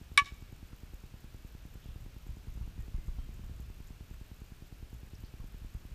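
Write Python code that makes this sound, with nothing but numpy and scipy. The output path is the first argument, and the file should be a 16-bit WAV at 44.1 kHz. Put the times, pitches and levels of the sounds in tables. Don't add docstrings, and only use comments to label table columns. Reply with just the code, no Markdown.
import sys
import numpy as np
from scipy import signal
from scipy.fft import rfft, irfft
from scipy.io import wavfile

SR = 44100
rng = np.random.default_rng(int(sys.argv[2]) if len(sys.argv) > 2 else 0)


def generate_wav(sig):
    pcm = np.round(np.clip(np.atleast_2d(sig).T, -1, 1) * 32767).astype(np.int16)
    wavfile.write(sys.argv[1], SR, pcm)


N = 261954
TIME = np.arange(N) / SR


def from_db(db):
    return 10 ** (np.asarray(db) / 20)


def rms_one(x):
    return x / np.sqrt(np.mean(x ** 2) + 1e-30)


def butter(x, hz, kind, order=2):
    return signal.sosfilt(signal.butter(order, hz, kind, fs=SR, output="sos"), x)


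def band_noise(hz, width_hz):
    return rms_one(butter(rng.standard_normal(N), [hz - width_hz / 2, hz + width_hz / 2], "band"))


def clicks_at(times, heights, size=N):
    track = np.full(size, 1e-18)
    np.add.at(track, np.round(np.asarray(times) * SR).astype(int), heights)
    return track


def ring(force, hz, t60):
    r, w = from_db(-60 / (t60 * SR)), 2 * np.pi * hz / SR
    return signal.lfilter([0, np.sin(w)], [1, -2 * r * np.cos(w), r * r], force)


def hump(t, length, rise):
    return np.clip(t / rise, 0, 1) * np.exp(-np.clip(t / length, 0, 9) ** 3)


def input_stage(x, coupling_hz=10):
    x = butter(x, 30.3, "high")
    x = butter(x, coupling_hz, "high", order=1)
    return butter(x, coupling_hz, "high", order=1)


# f/Hz, density/(dB per Hz)
FLOOR_SPECTRUM = [(15, -91), (25, -71.5), (55, -77.5), (100, -82.5), (140, -87), (360, -95), (900, -101),
                  (1600, -100), (1950, -103), (2600, -100), (3200, -103), (6000, -108), (10000, -113),
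                  (12500, -113), (14500, -114), (15200, -122)]
def floor():
    hz = np.maximum(np.fft.rfftfreq(N, 1 / SR), 1)
    knots_hz, knots_db = np.transpose(FLOOR_SPECTRUM)
    density = from_db(np.interp(np.log(hz), np.log(knots_hz), knots_db)) * (hz > 8)
    return irfft(rfft(rng.standard_normal(N)) * density * np.sqrt(SR / 2), N)


# t/s, rms level/dB
GUST = [(0.0, -55), (0.51, -54), (1.4, -56.5), (1.74, -53), (2.13, -52), (3.46, -47.5), (4.37, -58),
        (5.28, -54), (5.94, -53.5)]
def wind():
    rumble = butter(butter(rng.standard_normal(N), 22, "high"), 65.6, "low")
    return from_db(np.interp(TIME, *np.transpose(GUST))) * rms_one(rumble)


def throb(every_s=1001 / 60000, dropout_s=.01433):
    phase = (TIME - dropout_s) / every_s % 1
    swell = np.clip(phase / .6, 0, 1)
    return from_db(-76.5) * swell * band_noise(14200, width_hz=600)


# f/Hz, width/Hz, relative level/dB
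TICK_BANDS = [(7230, 1550, -2.5), (12660, 1400, -1)]
def ticks(tick_every_s=.02, burst_every_s=.26666, spread_db=4):
    since = TIME - .0031
    strengths = from_db(-63.5 + spread_db * rng.uniform(-2, 1, int(N / SR / tick_every_s) + 2))
    which = (since // tick_every_s).astype(int) + 1
    tick = strengths[which] * hump(since % tick_every_s, length=.0016, rise=.0008)
    burst = from_db(-68) * hump((TIME - .1357) % burst_every_s, length=.012, rise=.0022)
    hiss = sum(from_db(db) * band_noise(hz, width_hz) for hz, width_hz, db in TICK_BANDS)
    return (tick + burst) * hiss


def thumps(every_s=.10241, blip_lead_s=.00193):
    starts = np.arange(.01446, N / SR, every_s)
    pulse = clicks_at(starts, -1)
    for pole_hz in (23.6, 212, 396):
        pulse = butter(pulse, pole_hz, "low", order=1)
    pulse = input_stage(pulse)
    blip = butter(clicks_at(starts - blip_lead_s, -1), 654, "low")
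    blip = butter(blip, 150, "high", order=1)
    return from_db(-36.5) * pulse / np.max(-pulse) + from_db(-51) * blip / np.max(-blip)


# f/Hz, relative level/dB, t60/s
CRACK_MODES = [(483, -24, 0.015), (840, -17, 0.015), (1710, -5, 0.017), (2680, -40, .008), (3740, -4, 0.01),
               (5080, -9.5, 0.0051), (7920, -16.5, 0.0042), (9540, -17.5, 0.0067), (12700, -36, 0.0069),
               (14800, -54, .005)]
# f/Hz, relative level/dB, t60/s
BARREL_MODES = [(1136, -19.5, 0.15), (1718, -29, 0.15), (1850, -35, .08), (2267, -15.5, 0.078),
                (2720, -35.5, 0.082), (3004, -29, .07), (3467, -33, .06), (3760, -31, .06),
                (5644, -34, .06), (14750, -62, .08)]
# f/Hz, relative level/dB, t60/s
DENSE_MODES = [(1600, -35.5, 0.05), (1970, -20.5, 0.034), (2560, -33, 0.11), (3600, -25.5, 0.057),
               (4560, -44, 0.078), (5900, -37.5, 0.07), (7900, -41.5, .07), (9400, -39.5, 0.054),
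               (12200, -51, .06)]
def bat(contact_s=.1753, build_cycles=3.5):
    size = SR // 2
    t = np.arange(size) / SR
    click = clicks_at([0], 1, size)

    def build(hz):
        return 1 - np.exp(-(t * hz / build_cycles) ** 2)

    def strike(modes):
        return sum((-1) ** k * from_db(db) * build(hz) * ring(click, hz, t60)
                   for k, (hz, db, t60) in enumerate(modes))

    dense = sum(from_db(db - 60 * t / t60) * build(hz) * band_noise(hz, hz * .24)[:size]
                for hz, db, t60 in DENSE_MODES)
    facing_db = 4 * np.exp(-((t - .022) / .0059) ** 2)
    hidden_db = -900 * np.maximum(t - .046, 0)
    barrel = from_db(3.5 + facing_db + hidden_db) * (strike(BARREL_MODES) + dense)
    direct = butter(barrel + strike(CRACK_MODES), 260, "high")
    thrown = from_db(-2) * direct + from_db(6.5) * click
    out, at = np.zeros(N), round(contact_s * SR)
    out[at:at + size] = direct + echoes(thrown)
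    return out


# delay/s, relative level/dB, smear/s
REFLECTORS = [(.02, -27.5, .04), (.07, -32, 0.0018), (.08, -29, .005), (.088, -28, 0.029),
              (.145, -36, 0.12)]
def echoes(sound):
    size = len(sound)
    paths = np.zeros(size)
    for delay, db, smear in REFLECTORS:
        late = TIME[:size] - delay
        envelope = np.clip(late / .0025, 0, 1) * np.exp(-np.clip(late, 0, 1) / smear)
        burst = rng.standard_normal(size) * envelope
        paths += from_db(db) * burst / np.sqrt(np.sum(burst ** 2))
    returned = signal.fftconvolve(sound, paths)[:size]
    return butter(butter(returned, 1785, "high", order=1), 6400, "low", order=3)


def weak_bumps(count=16, over_rumble_db=8, spread_db=1.5):
    when, strength = rng.random((count, 2)).T
    times = when * (N - 1) / SR
    rumble_db = np.interp(times, *np.transpose(GUST))
    return np.transpose([times, rumble_db + over_rumble_db + spread_db * (2 * strength - 1)])


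# t/s, level/dB
STRONG_BUMPS = [(1.736, -38.5), (1.887, -33), (2.003, -35), (2.291, -31), (2.48, -28.5), (2.554, -37.5),
                (2.61, -27.5), (2.79, -28.5), (2.943, -28), (3.08, -28.5), (3.184, -28), (3.437, -31),
                (3.524, -37.5), (3.627, -35), (4.139, -39.5), (4.946, -36), (5.189, -38.5), (5.399, -31.5),
                (5.617, -34), (5.747, -31.5), (5.915, -35)]
# f/Hz, relative level/dB, t60/s
BUMP_MODES = [(28.3, 3.5, 0.14), (57.4, -4, 0.21), (107.5, -11, 0.16), (165, -31, 0.1)]
def low_bumps(spread_db=2.5, rasp_s=.022):
    times, bump_db = np.vstack([STRONG_BUMPS, weak_bumps()]).T
    scatter_db = spread_db * rng.standard_normal((len(times), len(BUMP_MODES)))
    rings = sum(ring(clicks_at(times, -from_db(bump_db + mode_db + own_db)), hz, t60)
                for (hz, mode_db, t60), own_db in zip(BUMP_MODES, scatter_db.T))
    fade = np.exp(-1 / (rasp_s * SR))
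    rasp_envelope = signal.lfilter([1], [1, -fade], clicks_at(times, from_db(bump_db - 36.5)))
    rasp = rasp_envelope * band_noise(1016, width_hz=520)
    return input_stage(butter(rings, 230, "low")) + rasp


# t/s, f/Hz, width/Hz, level/dB, length/s
SCUFFS = [(.72, 1190, 600, -65, .02), (1.818, 3170, 900, -68.5, 0.12), (4.135, 1500, 1200, -63, 0.013),
          (5.15, 5530, 900, -60, .008), (5.242, 4570, 1500, -67.5, .04), (5.283, 5300, 803, -66, .005)]
def scuffs():
    return sum(from_db(db) * hump(TIME - start, length, rise=.0037) * band_noise(hz, width_hz)
               for start, hz, width_hz, db, length in SCUFFS)


# t/s, f/Hz, rms level/dB, length/s
FAR_CHIRPS = [(2.79, 1855, -70.5, .06), (2.95, 2065, -73, .16), (3.18, 3160, -74, .1)]
def chirps(waver_hz=15):
    waver = waver_hz * rms_one(butter(rng.standard_normal(N), 15, "low"))
    out = np.zeros(N)
    for start, hz, db, length in FAR_CHIRPS:
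        tone = np.sqrt(2) * np.sin(2 * np.pi * np.cumsum(hz + waver) / SR)
        out += from_db(db) * hump(TIME - start, length, rise=.015) * tone
    return out


def scene():
    mix = bat() + floor() + wind() + low_bumps() + scuffs() + chirps() + thumps() + ticks() + throb()
    return mix[None, :]


def record(dry, cutoff_hz=15050):
    return signal.sosfilt(signal.ellip(10, .5, 70, cutoff_hz, fs=SR, output="sos"), dry)


dry = scene()
out = record(dry)
generate_wav(out)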